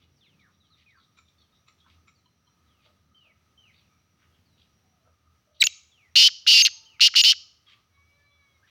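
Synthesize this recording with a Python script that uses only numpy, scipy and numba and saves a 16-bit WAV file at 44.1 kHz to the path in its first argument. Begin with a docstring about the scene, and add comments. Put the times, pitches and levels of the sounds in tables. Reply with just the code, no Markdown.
"""A caged partridge-like bird calls once, close by: a cluck and squeak, then harsh rasps, two cut by squeaks.
Its rasps are a tone swept by a fluttering membrane through two throat resonances; its notes are gliding tones.
Far off, small birds whistle (gliding near-sines), churr and chuck (filtered breath); a cock crows (partials).
Insects sing thinly (narrow noise bands) over a low rumble and drone (shaped noise).
The field is open and edged by trees: noise tails give the scatter from cage, clods and trunks."""
import sys
import numpy as np
from scipy import signal
from scipy.fft import rfft, irfft, next_fast_len
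from scipy.io import wavfile
from scipy.ndimage import uniform_filter1d, minimum_filter1d
from numba import njit

SR = 44100
rng = np.random.default_rng(int(sys.argv[2]) if len(sys.argv) > 2 else 0)


def ratio_of_db(decibels):
    """Turn decibels (scalar or array-like) into linear amplitude factors; 0 dB maps to 1."""
    return 10 ** (np.asarray(decibels, float) / 20)


def dump_mix(stems):
    """Bounce the given channels to the path in sys.argv[1] as a 16-bit WAV at rate SR."""
    frames = np.atleast_2d(stems).T  # one column per channel
    limited = np.clip(frames, -1, 1)  # hard clip at full scale
    pcm = np.round(limited * 32767).astype(np.int16)
    wavfile.write(sys.argv[1], SR, pcm)


N = 383654

# Far birds and cock: all their levels stand before the common far-bus trim in scene().
# far whistles: (start [s], length [s], first pitch [Hz], last pitch [Hz], mid-glide level [dB], bend [exponent])
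# a bend under 1 swoops at once, over 1 holds and then drops
WHISTLES = [(0.164, 0.051, 6360, 3650, -77, 0.66), (0.208, 0.07, 3700, 1970, -65.5, 1.35),
            (.235, 0.12, 4400, 2430, -69.5, 0.9), (.39, 0.094, 2450, 1314, -66, 1.26),
            (.60, 0.08, 4130, 2960, -71.5, 0.86), (.70, 0.057, 4400, 3480, -64, 1.04),
            (.86, 0.14, 2550, 1200, -64, 1.35), (.96, .08, 4700, 3270, -76, 1.6),
            (1.25, 0.056, 3700, 3540, -72.5, 0.96), (1.52, .07, 3740, 3740, -77, 1.1),
            (1.801, 0.077, 3240, 3490, -71, 0.81), (3.585, 0.054, 6120, 6050, -72, 2.2),
            (1.38, 0.086, 3570, 3000, -73.5, 2), (1.38, 0.064, 4400, 4300, -71, 1.1),
            (2.15, 0.054, 4800, 3950, -74, 0.78), (2.66, 0.19, 4700, 2300, -75.5, 0.52),
            (3.145, 0.18, 3120, 1960, -63.5, 2.26), (3.16, 0.16, 4960, 2800, -82, 0.87),
            (3.575, 0.14, 3114, 1940, -60.5, 2.6), (3.78, 0.09, 3900, 2420, -75, .9),
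            (3.9, 0.12, 2350, 2300, -77.5, 0.93), (4.45, 0.15, 5380, 3700, -76.5, 0.31),
            (4.83, .21, 764, 630, -79, 2.34), (5.47, 0.13, 600, 601, -75, 1.1),
            (5.915, 0.081, 3800, 2830, -68.5, .6), (5.975, 0.12, 2904, 1856, -64, 0.74),
            (6.72, 0.36, 903, 880, -77, 0.94), (6.855, 0.12, 3100, 2065, -59.5, 2.15),
            (7.665, 0.081, 3320, 2560, -62.5, 1.9), (7.67, 0.14, 1250, 1154, -68.5, 0.45)]
# one arched peep: (time [s], pitch [Hz], level [dB])
PEEP = [(8.625, 1480, -67), (8.652, 1830, -60.5), (8.685, 1490, -84)]
# far breathy churrs: (start [s], length [s], centre [Hz], width [Hz], crest level [dB])
CHURRS = [(-0.01, 0.074, 3100, 1970, -64.5), (0.446, 0.075, 1330, 500, -66.5),
          (0.969, 0.038, 1300, 496, -61.5), (0.739, 0.12, 3020, 2180, -65.5),
          (0.976, 0.07, 3900, 1200, -66), (1.843, 0.049, 1230, 500, -61.5), (1.852, .12, 3200, 2250, -65),
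          (2.797, 0.12, 3200, 2340, -65.5), (3.673, 0.17, 2530, 900, -69.5), (3.727, 0.097, 4030, 980, -66),
          (4.186, 0.079, 2140, 1960, -66), (4.315, 0.08, 3100, 500, -72), (4.56, 0.12, 3400, 1800, -65.5),
          (5.527, 0.15, 3600, 1515, -63.5), (7.652, 0.11, 3020, 2540, -57.5),
          (8.656, 0.066, 2500, 2560, -65)]
# lone chucks: (start [s], crest level [dB], bird [index])
CHUCKS = [(1.166, -56, 0), (1.663, -57.5, 0), (2.069, -58, 0), (2.25, -64.5, 1), (2.465, -65.5, 1),
          (2.848, -63.5, 2), (3.238, -64.5, 2), (5.038, -66, 2), (5.08, -82, 2)]
# throat resonances, one list per chucking bird: (centre [Hz], width of each pass [Hz], relative level [dB])
CHUCK_THROATS = [
    [(1250, 340, 6), (2350, 410, 7.5), (3800, 690, 0), (5700, 320, -1.5), (7180, 270, -3.5)],
    [(1000, 85, 8), (3100, 230, 10.5), (4110, 69, 12)],
    [(565, 270, 1), (1279, 240, -2)],
    [(3700, 670, 15), (4800, 120, -4.5), (5580, 150, 4)],
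]
# chuck length, bird by bird: (length [s])
CHUCK_LENGTHS = [0.036, 0.028, 0.066, 0.052]
# the cock's gliding fundamental: (time [s], pitch [Hz], level before the partial balance [dB])
CROW_GLIDE = [(7.89, 559, -101), (7.95, 558, -78), (8.2, 578.3, -73.5), (8.38, 571.4, -73),
              (8.53, 551, -76), (8.62, 524, -80)]
# balance of the cock's partials, from the first up: (mean gain [dB])
CROW_PARTIALS = [-8.5, -5, -7, 6, -18, -9.5, -9.5, -21, -19]

# rumble and hiss of the open field: (frequency [Hz], mean density [dB per Hz])
FIELD_SPECTRUM = [(20, -122), (45, -109), (64, -100), (100, -91.5), (160, -102), (270, -106), (400, -109),
                  (1000, -112), (2000, -112), (4000, -115), (6300, -118), (7000, -126), (13000, -127),
                  (15500, -124)]
# steady wavering bands, thin song and a low hum: (centre [Hz], width of each pass [Hz], mean level [dB])
STEADY_BANDS = [(1250, 120, -81.5), (5744, 290, -85), (6050, 420, -93), (4000, 250, -94), (80.4, 11, -73.5)]
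# far drone: (time [s], level before a 3 dB cut [dB])
DRONE = [(0.0, -67), (0.4, -66), (0.9, -72.5), (2.6, -71), (4.3, -69.5), (5.3, -72), (5.6, -83), (8.7, -81)]
# colour of the wash from the trees: (frequency [Hz], relative gain [dB])
TREES_COLOUR = [(800, -16), (2200, -5), (2900, -5), (3600, -4), (6500, 3), (7600, -4), (10000, -26),
                (15000, -28)]

# opening cluck: (time [s], pitch [Hz], level [dB], overtones [dB])
CLUCK = [(5.599, 3600, -48, -25), (5.6045, 4600, -36, -25), (5.6062, 4600, -23, -25),
         (5.608, 4200, -27, -15), (5.611, 4000, -16, -9), (5.6205, 3800, -12, -10),
         (5.6225, 3000, -13, -11), (5.625, 2350, -11, -14), (5.6272, 2250, -10, -14),
         (5.629, 2100, -22, -8), (5.632, 1500, -35, -20), (5.638, 1450, -39, -20)]
# leap from the cluck up to the first squeak: (time [s], pitch [Hz], level [dB], overtones [dB])
LEAP = [(5.6383, 2000, -30, -20), (5.6395, 4000, -11, -14), (5.6415, 6400, -20, -25)]
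# squeaks: (start [s], length [s], top pitch [Hz], sag at both ends [Hz], crest level [dB], beat depth [0-1])
SQUEAKS = [(5.641, .0277, 7000, 600, -21, .8), (6.622, .0275, 6450, 220, -19.5, .05),
           (7.2145, .0225, 6950, 400, -27, .05)]
# plunge out of a squeak: (time from its end [s], pitch [Hz], level [dB], overtones [dB])
PLUNGE = [(.0007, 5600, -11, -20), (.0015, 3800, -17, -20), (.0025, 2900, -11, -20),
          (.0045, 2700, -22, -25), (.009, 2600, -40, -25)]
# throat note under a squeak: (time from its start [s], pitch [Hz], level against the squeak [dB])
THROAT_NOTE = [(-.002, 2500, 0), (.003, 2700, -4), (.009, 2800, -21), (.026, 2750, -22)]

# rasps: (start [s], held until [s], level [dB], softer at the start by [dB], 1 fades or 0 is cut by a squeak)
RASPS = [(6.155, 6.275, -10.5, 9.5, 1), (6.465, 6.624, -12, 18, 0), (6.6522, 6.668, -12, -2, 1),
         (7.006, 7.072, -11, 10, 1), (7.152, 7.216, -12.5, 15.5, 0), (7.239, 7.32, -13, 8, 1)]
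# weak ticks before a rasp: (start [s], level [dB])
FALSE_STARTS = [(6.996, -36), (7.139, -31.5)]
# instants at which the voice shuts: (time [s])
CATCHES = [6.657, 6.666, 6.674, 7.243, 7.317, 7.325]
# lower throat resonance at full effort: (time [s], centre [Hz])
LOWER_THROAT = [(6.155, 2889), (6.27, 3036), (6.465, 2934), (6.62, 2782), (6.68, 2915), (7.01, 2837),
                (7.08, 2961), (7.155, 2972), (7.2, 2890), (7.27, 3030), (7.33, 3000)]
# colour of beak and microphone: (frequency [Hz], relative gain [dB])
BEAK_COLOUR = [(200, -53), (950, -47.5), (1300, -11), (2200, -3), (2650, -3), (4500, 2.5), (5500, 7),
               (7000, -4.5), (8200, -19), (9300, -12), (12500, -29), (15200, -2), (15500, -9.5)]

WHISTLE_FADE_DB = 5.5   # each dies away by this much along its length
CHATTER_FROM_S, CHATTER_STEP_S, CHATTER_DB = 0.381, .127, -70   # last bird: a dozen chucks, before far trim
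BEAT_S, BEAT_FIRST_S, SQUEAK_OVER_DB = .0125, .0032, -27   # beat period, first crest, squeak overtones
RISE_DB_PER_S, FADE_DB_PER_S, FADE_S = 1500.5, 1700.5, .017
FLUTTER_HZ, FLUTTER_SAG_HZ_PER_S = 274, 240   # mean rate at each start, slowing as the breath runs out
UPPER_THROAT_HZ, UPPER_RISE_HZ_PER_S = 4400, 1900   # at full effort; the beak opens along each rasp
CATCH_S, FALSE_START_S = .002, 0.0056   # reach either side of a catch, length of a tick
TENSE_S, SLACK_START = .012, .15   # the membranes tighten after each start: time constant, lost effort
SLACK_HZ, SLACK_WIDTH_HZ, SLACK_DB = 1300, 830, 18   # low chest note; gain before the rasp is levelled


def rms_one(x):
    """Scales to rms 1."""
    return x / np.sqrt(np.mean(x ** 2) + 1e-20)


def stretch(rows, fade_s):
    """Sample numbers, faded gate and interpolated columns of one table of curve rows."""
    s, *columns = np.transpose(rows)
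    at = np.arange(int(s[0] * SR), min(int(s[-1] * SR), N))
    gate = np.clip(np.minimum(at / SR - s[0], s[-1] - at / SR) / fade_s, 0, 1)
    return at, gate, [np.interp(at / SR, s, c) for c in columns]


def drift(hz):
    """Chance wandering, low-passed noise of rms 1."""
    r = np.exp(-2 * np.pi * hz / SR)
    return rms_one(signal.lfilter([1], [1, -2 * r, r * r], rng.standard_normal(N + SR))[SR:])


def colour(x, points):
    """Smooth spectrum shaping, straight lines on a log-frequency axis."""
    hz, db = np.transpose(points)
    size = next_fast_len(len(x))
    grid = np.fft.rfftfreq(size, 1 / SR) + 1
    gain = ratio_of_db(np.interp(np.log(grid), np.log(hz), db))
    return irfft(rfft(x, size) * gain, size)[:len(x)]


def resonance(x, hz, width_hz):
    """Two-pole resonance, gain about 1 on top."""
    r = np.exp(-np.pi * width_hz / SR)
    poles = [1, -2 * r * np.cos(2 * np.pi * hz / SR), r * r]
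    return signal.lfilter([(1 - r * r) / 2, 0, (r * r - 1) / 2], poles, x)


def narrow(x, hz, width_hz):
    """A resonance applied twice, rms 1."""
    return rms_one(resonance(resonance(x, hz, width_hz), hz, width_hz))


@njit
def moving_resonance(x, turn, r):
    """The same resonance with a moving centre: turn in radians per sample, r the pole radius."""
    y = np.zeros(len(x))
    for i in range(2, len(x)):
        drive = (1 - r * r) / 2 * (x[i] - x[i - 2])
        y[i] = drive + 2 * r * np.cos(turn[i]) * y[i - 1] - r * r * y[i - 2]
    return y


def field():
    """Rumble and hiss, a drone that comes and goes, narrow wavering bands: all shaped noise."""
    air = colour(rng.standard_normal(N), FIELD_SPECTRUM)
    out = ratio_of_db(1.2 * drift(2.5)) * np.sqrt(SR / 2) * air   # the root sets white noise to 0 dB per Hz
    at, gate, (db,) = stretch(DRONE, fade_s=1e-4)
    drone_gain = ratio_of_db(db - 3.0 + 1.5 * drift(5)[at])
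    out[at] += drone_gain * narrow(rng.standard_normal(N), 120, 160)[at]
    for hz, width_hz, db in STEADY_BANDS:
        waver_db = (3.5 if hz > 500 else 1.2) * drift(4)
        out += ratio_of_db(db + waver_db) * narrow(rng.standard_normal(N), hz, width_hz)
    return out


def trees(x, t60=.55, edge_s=0.11, edge_db=5, spread_s=0.012):
    """Trunks and ground scatter back a dying wash, with a swell from the nearest row of trees."""
    t = np.arange(SR) / SR
    level_db = -60 * t / t60 + edge_db * np.exp(-((t - edge_s) / spread_s) ** 2)
    echo = colour(rng.standard_normal(SR), TREES_COLOUR) * ratio_of_db(level_db) * np.clip(t / 0.0049, 0, 1)
    return signal.fftconvolve(x, echo / np.sqrt(np.sum(echo ** 2)))[:N]


def ground(x, t60=0.079):
    """Cage bars and clods throw back a short bright scatter: decaying white noise."""
    t = np.arange(SR // 10) / SR
    echo = rng.standard_normal(SR // 10) * ratio_of_db(-60 * t / t60)
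    return signal.fftconvolve(x, echo / np.sqrt(np.sum(echo ** 2)))[:N]


def crow():
    """A far cock: a harmonic stack whose partials fade in and out on the air."""
    out = np.zeros(N)
    at, gate, (hz, db) = stretch(CROW_GLIDE, fade_s=0.012)
    phase = 2 * np.pi * np.cumsum(hz) / SR
    for k, part_db in enumerate(CROW_PARTIALS):
        fading_db = (1.5 if k == 3 else 5) * drift(12)[at]   # the fourth partial is the steadiest
        out[at] += np.sqrt(2) * gate * ratio_of_db(db + part_db + fading_db) * np.sin((k + 1) * phase)
    return out


def puff(s, length, db):
    """Sample numbers and half-sine swell of one puff of breath."""
    at = np.arange(int(s * SR), min(int((s + length) * SR), N))
    return at, ratio_of_db(db) * np.abs(np.sin(np.pi * (at / SR - s) / length))


def churrs_and_chucks():
    """Grainy breath noise through one wide band, or through the few resonances of a throat."""
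    out, breath = np.zeros(N), rng.standard_normal(N) * ratio_of_db(4.3 * drift(90))
    for s, length, hz, width_hz, db in CHURRS:
        at, shape = puff(s, length, db)
        edges = [max(hz - width_hz / 2, 100), hz + width_hz / 2]
        band = signal.butter(3, edges, "band", fs=SR, output="sos")
        out[at] += shape * rms_one(signal.sosfilt(band, breath[at]))
    chatter = []   # the last bird chucks in a row, with loose timing and level
    for k, (late, db) in enumerate(rng.normal(0, [.01, 1.5], size=(12, 2))):
        chatter.append((CHATTER_FROM_S + CHATTER_STEP_S * k + late, CHATTER_DB + db, len(CHUCK_LENGTHS) - 1))
    for s, db, bird in list(CHUCKS) + chatter:
        bird = round(bird)
        at, shape = puff(s, CHUCK_LENGTHS[bird], db)
        throat = sum(ratio_of_db(g) * narrow(breath[at], hz, w) for hz, w, g in CHUCK_THROATS[bird])
        out[at] += shape * rms_one(throat)
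    return out


def whistle_rows():
    """Curve rows (time [s], pitch [Hz], level [dB]): bent glides in log pitch that fade, then the peep."""
    u = np.linspace(0, 1, num=24)
    for s, length, first_hz, last_hz, db, bend in WHISTLES:
        hz = first_hz * (last_hz / first_hz) ** (u ** bend)
        yield np.transpose([s + length * u, hz, db + WHISTLE_FADE_DB * (.5 - u)])
    yield PEEP


def whistles():
    """Gliding near-sines, fluttered and roughened by moving air on the way."""
    out, flutter = np.zeros(N), ratio_of_db(1.7 * drift(45))
    blur = .8 * drift(60)   # phase wander [rad]
    for rows in whistle_rows():
        at, gate, (hz, db) = stretch(rows, fade_s=.004)
        tone = np.sin(2 * np.pi * np.cumsum(hz) / SR + blur[at])
        out[at] += np.sqrt(2) * gate * ratio_of_db(db) * flutter[at] * tone
    return out


def note_rows():
    """Curve rows of the cluck and leap, then each squeak: arched beating top, plunge, throat note."""
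    yield CLUCK
    yield LEAP
    for s, length, hz, sag_hz, db, beat in SQUEAKS:
        t = np.linspace(0, length, num=40)
        crest = np.abs(np.cos(np.pi * (t - BEAT_FIRST_S) / BEAT_S))
        swell = 1 - np.clip(beat, 0, .95) * (1 - crest)
        arch_hz = hz - sag_hz * (2 * t / length - 1) ** 2
        top = np.transpose([s + t, arch_hz, db + 20 * np.log10(swell), SQUEAK_OVER_DB + 0 * t])
        yield np.vstack([top, np.add(PLUNGE, [s + length, 0, 0, 0])])
        yield [(s + dt, f, db + d, SQUEAK_OVER_DB) for dt, f, d in THROAT_NOTE]


def notes():
    """The membrane sings a clean tone for cluck and squeaks; fast pitch jumps break up into breath."""
    out, breath = np.zeros(N), rms_one(colour(rng.standard_normal(N), BEAK_COLOUR))
    sizzle = narrow(breath, 15300, 700)   # a thin sizzle at the very top
    for rows in note_rows():
        at, gate, (hz, db, over_db) = stretch(rows, fade_s=.0008)
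        phase = 2 * np.pi * np.cumsum(hz) / SR
        over = np.sin(2 * phase)
        over += ratio_of_db(-16) * np.sin(3 * phase) * (3 * hz < 16000)
        over += ratio_of_db(-7) * np.sin(4 * phase) * np.exp(-((4 * hz - 15400) / 900) ** 2)
        jump = np.clip(np.abs(np.gradient(hz)) / 18, 0, 1)   # full at 18 Hz per sample
        under = ratio_of_db(-26) * np.exp(-((hz - 4000) / 700) ** 2) * np.sin(phase / 2)   # an octave below
        under += ratio_of_db(-25 + 14 * jump) * breath[at]
        under += ratio_of_db(-18) * (hz < 5000) * sizzle[at]
        out[at] += np.sqrt(2) * gate * ratio_of_db(db) * (np.sin(phase) + ratio_of_db(over_db) * over + under)
    return out


def rasp_rows():
    """Curve rows (time [s], flutter [Hz], level [dB], upper throat [Hz]): rise, hold, fade; then ticks."""
    for s, until, db, soft_db, fades in RASPS:
        shape = [(s, db - soft_db), (s + soft_db / RISE_DB_PER_S + 1e-4, db), (until, db)]
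        shape += [(until + FADE_S, db - FADE_S * FADE_DB_PER_S)] * round(fades)
        rows = []
        for t, level_db in shape:
            flutter_hz = FLUTTER_HZ - FLUTTER_SAG_HZ_PER_S * (t - s)
            upper_hz = UPPER_THROAT_HZ + UPPER_RISE_HZ_PER_S * (min(t, until) - s)
            rows.append((t, flutter_hz, level_db, upper_hz))
        yield rows
    for s, db in FALSE_STARTS:
        yield [(t, FLUTTER_HZ, db, UPPER_THROAT_HZ) for t in (s, s + FALSE_START_S)]


def rasps(swing_hz=1300, skew=1.0, lean=1.41, throb=0.3):
    """A tone near 4 kHz is swept up and down by a fluttering membrane and rings two throat resonances."""
    seconds = np.arange(N) / SR
    flutter, gain, effort = np.full(N, 260.), np.zeros(N), np.ones(N)
    low, high = np.interp(seconds, *np.transpose(LOWER_THROAT)), np.full(N, 4600.)
    for rows in rasp_rows():
        at, gate, (hz, db, upper) = stretch(rows, fade_s=0.00058)
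        flutter[at], gain[at], high[at] = hz, gate * ratio_of_db(db), upper
        # slack membranes, when soft or just starting: the tone sags
        soft = .55 * np.clip((-17 - db) / 17, 0, 1)
        effort[at] = 1 - soft - SLACK_START * np.exp(-(at - at[0]) / SR / TENSE_S)
    for s in CATCHES:
        gain *= np.clip(np.abs(seconds - s) / CATCH_S, 0, 1)

    cycle = 2 * np.pi * np.cumsum(flutter * (1 + 0.014 * drift(72.15))) / SR
    membrane = np.cos(cycle) + skew / 4 * np.cos(2 * cycle + lean)
    sweep = swing_hz * (1 + 0.085 * drift(110)) * membrane
    unsteady = .55 * drift(300)   # phase wander [rad]
    tone_hz = effort * (0.52 * (low + high) + 45 * drift(40) + sweep)
    phase = 2 * np.pi * np.cumsum(tone_hz) / SR + unsteady
    source = np.sin(phase) + ratio_of_db(-2) * np.sin(2 * phase) + ratio_of_db(-3) * np.sin(3 * phase)
    hiss = ratio_of_db(-15) * rng.standard_normal(N)
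    source = source * (1 + throb * np.sin(cycle + 2.96)) + hiss

    low_turn = 2 * np.pi * low * effort ** .15 / SR
    high_turn = 2 * np.pi * high * effort ** .3 / SR
    throat = ratio_of_db(-11.5) * source
    throat += ratio_of_db(7) * moving_resonance(source, low_turn, np.exp(-np.pi * 130 / SR))   # 130 Hz wide
    throat -= ratio_of_db(2.0) * moving_resonance(source, high_turn, np.exp(-np.pi * 260 / SR))   # 260 Hz wide
    throat += ratio_of_db(SLACK_DB) * resonance(source * (1 - effort) ** 2, SLACK_HZ, SLACK_WIDTH_HZ)
    throat = colour(throat, BEAK_COLOUR)
    throat /= np.sqrt(np.abs(uniform_filter1d(throat ** 2, size=340)) + 1e-12)   # running level held at 1

    buzz = np.zeros(N)   # the flutter itself, barely radiated
    for k, db in enumerate([-54.5, -53.5, -53.5, -52.5, -45.5]):
        buzz += ratio_of_db(db) * ratio_of_db(4 * drift(60)) * np.sin((k + 1) * cycle + 0.65 * drift(50))
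    return gain * (throat + buzz)


def scene():
    """The near bird is almost dry, the far ones are wet."""
    clear_of_lows = signal.butter(3, 1100, "high", fs=SR, output="sos")
    clear_of_top = signal.cheby2(10, 45, 15800, fs=SR, output="sos")
    near = signal.sosfilt(clear_of_top, rasps() + signal.sosfilt(clear_of_lows, notes()))
    far = whistles() + churrs_and_chucks() + crow()
    far = far + ratio_of_db(-3.5) * ground(far, t60=.2) + ratio_of_db(-11) * trees(far)
    near = near + ratio_of_db(-25.5) * ground(near) + ratio_of_db(-30.0) * trees(near)
    return (near + ratio_of_db(-2.5) * far + field())[None]


def roll_off(x):
    """The treble ends steeply here."""
    return signal.sosfilt(signal.butter(12, 16670, fs=SR, output="sos"), x)


def record(dry, top=.57):
    """A fast limiter holds the peaks near top, a share of full scale."""
    room_left = np.minimum(1, top / (np.abs(dry) + 1e-9))
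    lowest = minimum_filter1d(room_left, size=45, axis=1)
    gain = uniform_filter1d(lowest, size=45, axis=1)
    return roll_off(gain * dry)


dry = scene()
out = record(dry)
dump_mix(out)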